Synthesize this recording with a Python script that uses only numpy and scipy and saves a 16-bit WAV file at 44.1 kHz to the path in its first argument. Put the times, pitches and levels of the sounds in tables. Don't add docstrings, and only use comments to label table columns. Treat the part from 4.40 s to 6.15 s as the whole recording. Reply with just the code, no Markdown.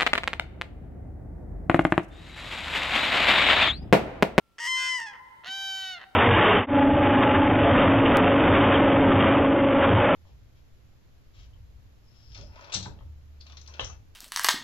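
import sys
import numpy as np
from scipy import signal
from scipy.fft import rfft, irfft, next_fast_len
from scipy.io import wavfile

SR = 44100
rng = np.random.default_rng(int(sys.argv[2]) if len(sys.argv) > 2 else 0)


def log_audio(samples):
    frames = np.atleast_2d(samples).T
    limited = np.clip(frames, -1, 1)
    pcm = np.round(limited * 32767).astype(np.int16)
    wavfile.write(sys.argv[1], SR, pcm)


N = 77175
T = np.arange(N) / SR
SIZE = next_fast_len(2 * N)
HZ = np.maximum(np.arange(SIZE // 2 + 1) * SR / SIZE, 1)
KHZ = HZ / 1000
ONSET_S, CUTOFF_HZ = .005, 15700


def from_db(db):
    return 10 ** (np.asarray(db) / 20)


def rms_one(x):
    return x / np.sqrt(np.mean(x ** 2) + 1e-20)


def in_time(rows):
    time_s, *columns = np.transpose(rows)
    return [np.interp(T, time_s, column) for column in columns]


def at_hz(points, hz=HZ):
    frequency_hz, value = np.transpose(points)
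    return np.interp(np.log(hz), np.log(frequency_hz), value)


def gate(start_s, end_s, fade_s):
    return np.clip(np.minimum(T - start_s, end_s - T) / fade_s + .5, 0, 1)


def filtered(x, response):
    return irfft(rfft(x, SIZE) * response, SIZE)[..., :N]


def causal(db):
    cepstrum = irfft(np.log(from_db(db)), SIZE)
    cepstrum[1:SIZE // 2] *= 2
    cepstrum[SIZE // 2:] = 0
    return np.exp(rfft(cepstrum))


def dulled(x, tilt_db_per_khz):
    gains = from_db(min(tilt_db_per_khz, 0) * np.linspace(0, SR / 2000, 65))
    return np.convolve(x, np.fft.fftshift(irfft(gains)), "same")


def air_noise(spectrum, correlation=0.39):
    mid, side = filtered(rng.standard_normal((2, N)), from_db(at_hz(spectrum)))
    return rms_one(np.sqrt(1 + correlation) * mid + np.sqrt(1 - correlation) * side * [[1], [-1]])


def background():
    # frequency_hz, relative_db
    air_spectrum = [(25, -26), (300, -9), (600, -15), (1000, -13.5), (1600, -19), (3000, -18.5),
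                    (7000, -28.5), (15500, -31)]
    # frequency_hz, relative_db
    rumble_spectrum = [(20, -15.5), (60, -2.5), (130, -8), (300, -17), (600, -18.5), (1500, -56)]
    # frequency_hz, relative_db
    bump_spectrum = [(40, -35), (110, -5.5), (165, -4), (300, -10), (600, -33), (2000, -55)]
    tone_hz, bump_s, bump_width_s = 1356, 1.092, .011
    fade_in_s, fade_in_db = 0.45, 5.5
    tone = from_db(-75) * np.sqrt(2) * np.sin(2 * np.pi * tone_hz * T)
    bump = from_db(-51.5) * np.exp(-((T - bump_s) / bump_width_s) ** 2) * air_noise(bump_spectrum)
    air = from_db(-67.5) * air_noise(air_spectrum)
    rumble = from_db(-66) * air_noise(rumble_spectrum)
    fade_in = from_db(fade_in_db * np.minimum(T / fade_in_s - 1, 0))
    return fade_in * (air + rumble) + tone + bump


def far_echo(x):
    delay_s, t60_s, level_db, tilt_db_per_khz = 0.59, 0.37, -19, -7
    blur = rng.standard_normal((2, N)) * (T > delay_s) * from_db(-60 * np.abs(T - delay_s) / t60_s)
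    response = rfft(rms_one(blur) / np.sqrt(N), SIZE)
    return filtered(x, response * from_db(level_db + tilt_db_per_khz * KHZ))


def reverberation(x):
    # centre_hz, field_db, forest_db, forest_t60_s
    bands = [(400, -20, -4, 2.8), (933, -32, -6, 1.74), (1420, -37, -17, 6), (2060, -9.5, -17, 1.44),
             (3134, -11.5, -31.5, 0.82), (3740, -8, -22, 0.71), (7700, -7, -61, 0.48)]
    field_t60_s, forest_delay_s, forest_build_s = 0.15, 0.04, 0.081
    field = rms_one(from_db(-60 * T / field_t60_s))
    build_up = np.clip((T - forest_delay_s) / forest_build_s, 0, 1)
    response, centres_hz = 0, [row[0] for row in bands]
    for this_band, (_, field_db, forest_db, forest_t60_s) in zip(np.eye(len(bands)), bands):
        forest = rms_one(build_up * from_db(-60 * T / forest_t60_s))
        envelope = np.hypot(from_db(field_db) * field, from_db(forest_db) * forest) / np.sqrt(N)
        power_share = np.interp(np.log(HZ), np.log(centres_hz), this_band)
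        response = response + envelope * filtered(rng.standard_normal((2, N)), np.sqrt(power_share))
    return filtered(x, rfft(response, SIZE))


def stereo_colouring(x):
    # frequency_hz, left_minus_right_db, left_lead_rad
    differences = [(770, -0.5, 0.25), (900, -2.5, 0.87), (1700, -1.5, 0.6), (2136, 10, -0.48),
                   (2420, -14, -1.05), (3120, -1, 0.59), (3970, 1, -0.56), (4550, -0.5, 0.73),
                   (6100, 4.5, 0.92), (6500, 4.5, -0.47), (8200, 0, 0.7), (11700, -1, 1.9)]
    rows = np.array(differences)
    left = from_db(at_hz(rows[:, :2]) / 2) * np.exp(.5j * at_hz(rows[:, ::2]))
    return filtered(x, np.array([left, 1 / left]))


def creak(start_s, end_s, level_db, tilt_db_per_khz, low_cut_hz, colour):
    pulses_per_s, spread_db, hiss_gain = 300, 2.5, 0.19
    onsets = (np.cumsum(rng.uniform(.3, 1.7, N // 20)) / pulses_per_s * SR).astype(int)
    sizes = from_db(spread_db * rng.standard_normal(len(onsets)))
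    pulses = rms_one(np.bincount(onsets[onsets < N], sizes[onsets < N], N))
    pulses += hiss_gain * rng.standard_normal(N)
    high_pass = 1j * HZ / (low_cut_hz + 1j * HZ)
    path = high_pass * from_db(min(tilt_db_per_khz, 0) * KHZ + at_hz(colour))
    rms_after_filter = np.sqrt(np.mean(np.abs(path) ** 2) * np.var(pulses))
    burst = filtered(pulses * gate(start_s, end_s, ONSET_S), high_pass)
    return from_db(level_db) / rms_after_filter * dulled(burst, tilt_db_per_khz)


def trumpet(call, shakes, jitter, colour):
    jitter_band_hz, shake_lead_cycles = 355, 0.45
    envelope = gate(call[0][0], call[-1][0], ONSET_S)
    live = envelope > 0
    pitch_hz, level_db, tilt_db_per_khz, jitter_cycles = np.array(in_time(call) + in_time(jitter))[:, live]
    low_pass = signal.butter(2, jitter_band_hz, fs=SR, output="sos")
    scatter = rms_one(signal.sosfilt(low_pass, rng.standard_normal(N)))[live]
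    steady_cycles = np.cumsum(pitch_hz) / SR
    cycles, strength = steady_cycles + jitter_cycles * scatter, 1
    for start_s, end_s, pitch_ratio, swing_cycles, depth, fade_s in shakes:
        shake_phase = 2 * np.pi * pitch_ratio * (steady_cycles + shake_lead_cycles)
        shaking = gate(start_s, end_s, fade_s)[live]
        cycles = cycles + swing_cycles * shaking * np.sin(shake_phase)
        strength = strength + depth * shaking * np.cos(shake_phase)
    harmonics = np.arange(1, int(CUTOFF_HZ / np.median(pitch_hz)) + 1)[:, None]
    gains = from_db(tilt_db_per_khz * pitch_hz / 1000) ** harmonics
    pulses = np.sum(gains * np.cos(2 * np.pi * harmonics * cycles), axis=0)
    power_after_filter = np.sum((gains * from_db(at_hz(colour, harmonics * pitch_hz))) ** 2, axis=0) / 2
    tone = np.zeros(N)
    tone[live] = pulses / np.sqrt(power_after_filter) * strength * from_db(level_db)
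    return tone * envelope


def crane(call, shakes, jitter, creaks, snaps, colour):
    delay_ms_per_khz = 0.087
    source = trumpet(call, shakes, jitter, colour) + sum(creak(*row, colour) for row in creaks)
    for time_s, impulse_db, tilt_db_per_khz in snaps:
        source += from_db(impulse_db) * dulled(signal.unit_impulse(N, int(time_s * SR)), tilt_db_per_khz)
    dispersion = np.exp(-1j * np.pi * delay_ms_per_khz * KHZ ** 2)
    return filtered(source, causal(at_hz(colour)) * dispersion)


def answering_crane():
    # time_s, pitch_hz, level_db, tilt_db_per_khz
    call = [(1.055, 680, -44.5, -3.5), (1.08, 759, -40.5, -1.6), (1.112, 765.6, -35, -0.17),
            (1.145, 777.5, -36, -0.36), (1.25, 776.2, -34.5, -0.15), (1.32, 770.5, -35, -0.044),
            (1.42, 765.6, -36, 0.05), (1.505, 750.6, -37, -0.3), (1.54, 733, -38.5, -0.7),
            (1.562, 695, -43.5, -2.7), (1.582, 694, -44, -3), (1.592, 625, -57, -6)]
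    # start_s, end_s, pitch_ratio, swing_cycles, depth, fade_s
    shakes = [(1.39, 1.538, .5, 0.0077, 0.071, 0.11)]
    # time_s, jitter_cycles
    jitter = [(1.06, 0.019), (1.091, 0.011), (1.11, 0.0012), (1.14, 0.0002), (1.48, 0.00094),
              (1.56, 0.0031), (1.59, 0.027)]
    # start_s, end_s, level_db, tilt_db_per_khz, low_cut_hz
    creaks = [(1.035, 1.062, -52, -3.7, 400), (1.053, 1.067, -45, -0.5, 1490),
              (1.068, 1.09, -43.5, 0.3, 2600), (1.588, 1.646, -49, -4.5, 398),
              (1.64, 1.668, -61.5, -5.5, 400)]
    # time_s, impulse_db, tilt_db_per_khz
    snaps = [(1.0457, -5.5, -0.78), (1.046, -15, -1.1), (1.06, -6.5, -0.43), (1.5963, -21, -1.7),
             (1.615, -11, -1), (1.632, -15, -1.6)]
    # frequency_hz, gain_db
    colour = [(300, -22.5), (600, -13.5), (775, -14), (1150, -6.5), (1550, -5.5), (1900, 2.5),
              (2330, -16.5), (2650, -5), (3080, -1.5), (3450, -7), (3860, -6.5), (4220, -5.5),
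              (4800, -16.5), (5430, -17.5), (6950, -21), (7800, -36.5), (8550, -38), (9300, -28),
              (10100, -38), (12400, -27.5), (14000, -46), (16000, -60.5)]
    return crane(call, shakes, jitter, creaks, snaps, colour)


def leading_crane():
    # time_s, pitch_hz, level_db, tilt_db_per_khz
    call = [(.199, 916, -34, 0.95), (.21, 946, -35.5, 0.64), (.266, 959.5, -29.5, 0.88),
            (.274, 1033, -30.5, 0.5), (.33, 1031, -28.5, 0), (.43, 1029, -29, 0.33), (.51, 1024, -29.5, 0),
            (.56, 1010, -30, -0.3), (.586, 978.4, -34.5, 0.5), (.594, 910.5, -33.5, -1.5),
            (.602, 971, -35, 1.86), (.606, 903, -39, -3.5), (.61, 926, -32.5, -1), (.625, 908, -37, 0),
            (.657, 902.5, -40, -1.5), (.668, 847.7, -39, -0.7), (.715, 815, -48.5, -2.5),
            (.74, 780, -55, -5)]
    # start_s, end_s, pitch_ratio, swing_cycles, depth, fade_s
    shakes = [(0.209, 0.272, 0.094, 0.06, 0.24, 0.024), (0.18, 0.267, 0.28, 0.043, 0.29, 0.016),
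              (0.277, 0.396, 0.3, 0.0079, 0.03, 0.018), (0.324, 0.38, 0.15, 0.0056, 0, 0.057),
              (0.381, 0.489, .4226, 0.056, 0.21, 0.061), (0.46, 0.57, 0.31, 0.02, 0.01, 0.1),
              (0.582, 0.636, 0.092, 0.087, 0.21, 0.016), (0.679, 0.716, 0.091, 0.029, 0.42, 0.018)]
    # time_s, jitter_cycles
    jitter = [(.2, 0.011), (.268, 0.028), (.295, 0.0049), (.37, 0.0057), (.44, 0.012), (.52, 0.0057),
              (0.591, 0.0047), (.605, 0.015), (.71, 0.011), (0.741, 0.082)]
    # start_s, end_s, level_db, tilt_db_per_khz, low_cut_hz
    creaks = [(0.183, .194, -39, -1, 3000), (0.732, 0.77, -50.5, -4.5, 1202),
              (0.768, 0.798, -57, -4.5, 1200)]
    # time_s, impulse_db, tilt_db_per_khz
    snaps = [(0.1846, -9, 0), (0.1955, -7, 0), (0.6016, -4.5, 0), (.7335, -16, -1), (.7555, -19, -1)]
    # frequency_hz, gain_db
    colour = [(250, -26), (510, -10.5), (700, -18), (900, -4), (1040, -9.5), (1250, -5), (1600, -3),
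              (1900, 3.5), (2070, -1), (2300, -14), (2650, -12.5), (3100, -3.5), (3400, -9), (3750, -27.5),
              (4150, -21), (5200, -9), (6200, -16), (7200, -22), (8300, -19), (9700, -36), (10500, -33.5),
              (12400, -41), (14500, -42.5), (16000, -52)]
    return crane(call, shakes, jitter, creaks, snaps, colour)


def scene():
    calls = leading_crane() + answering_crane()
    return stereo_colouring(calls) + reverberation(calls) + far_echo(calls) + background()


def record(dry):
    return signal.sosfilt(signal.ellip(10, .1, 80, CUTOFF_HZ, fs=SR, output="sos"), dry)


dry = scene()
out = record(dry)
log_audio(out)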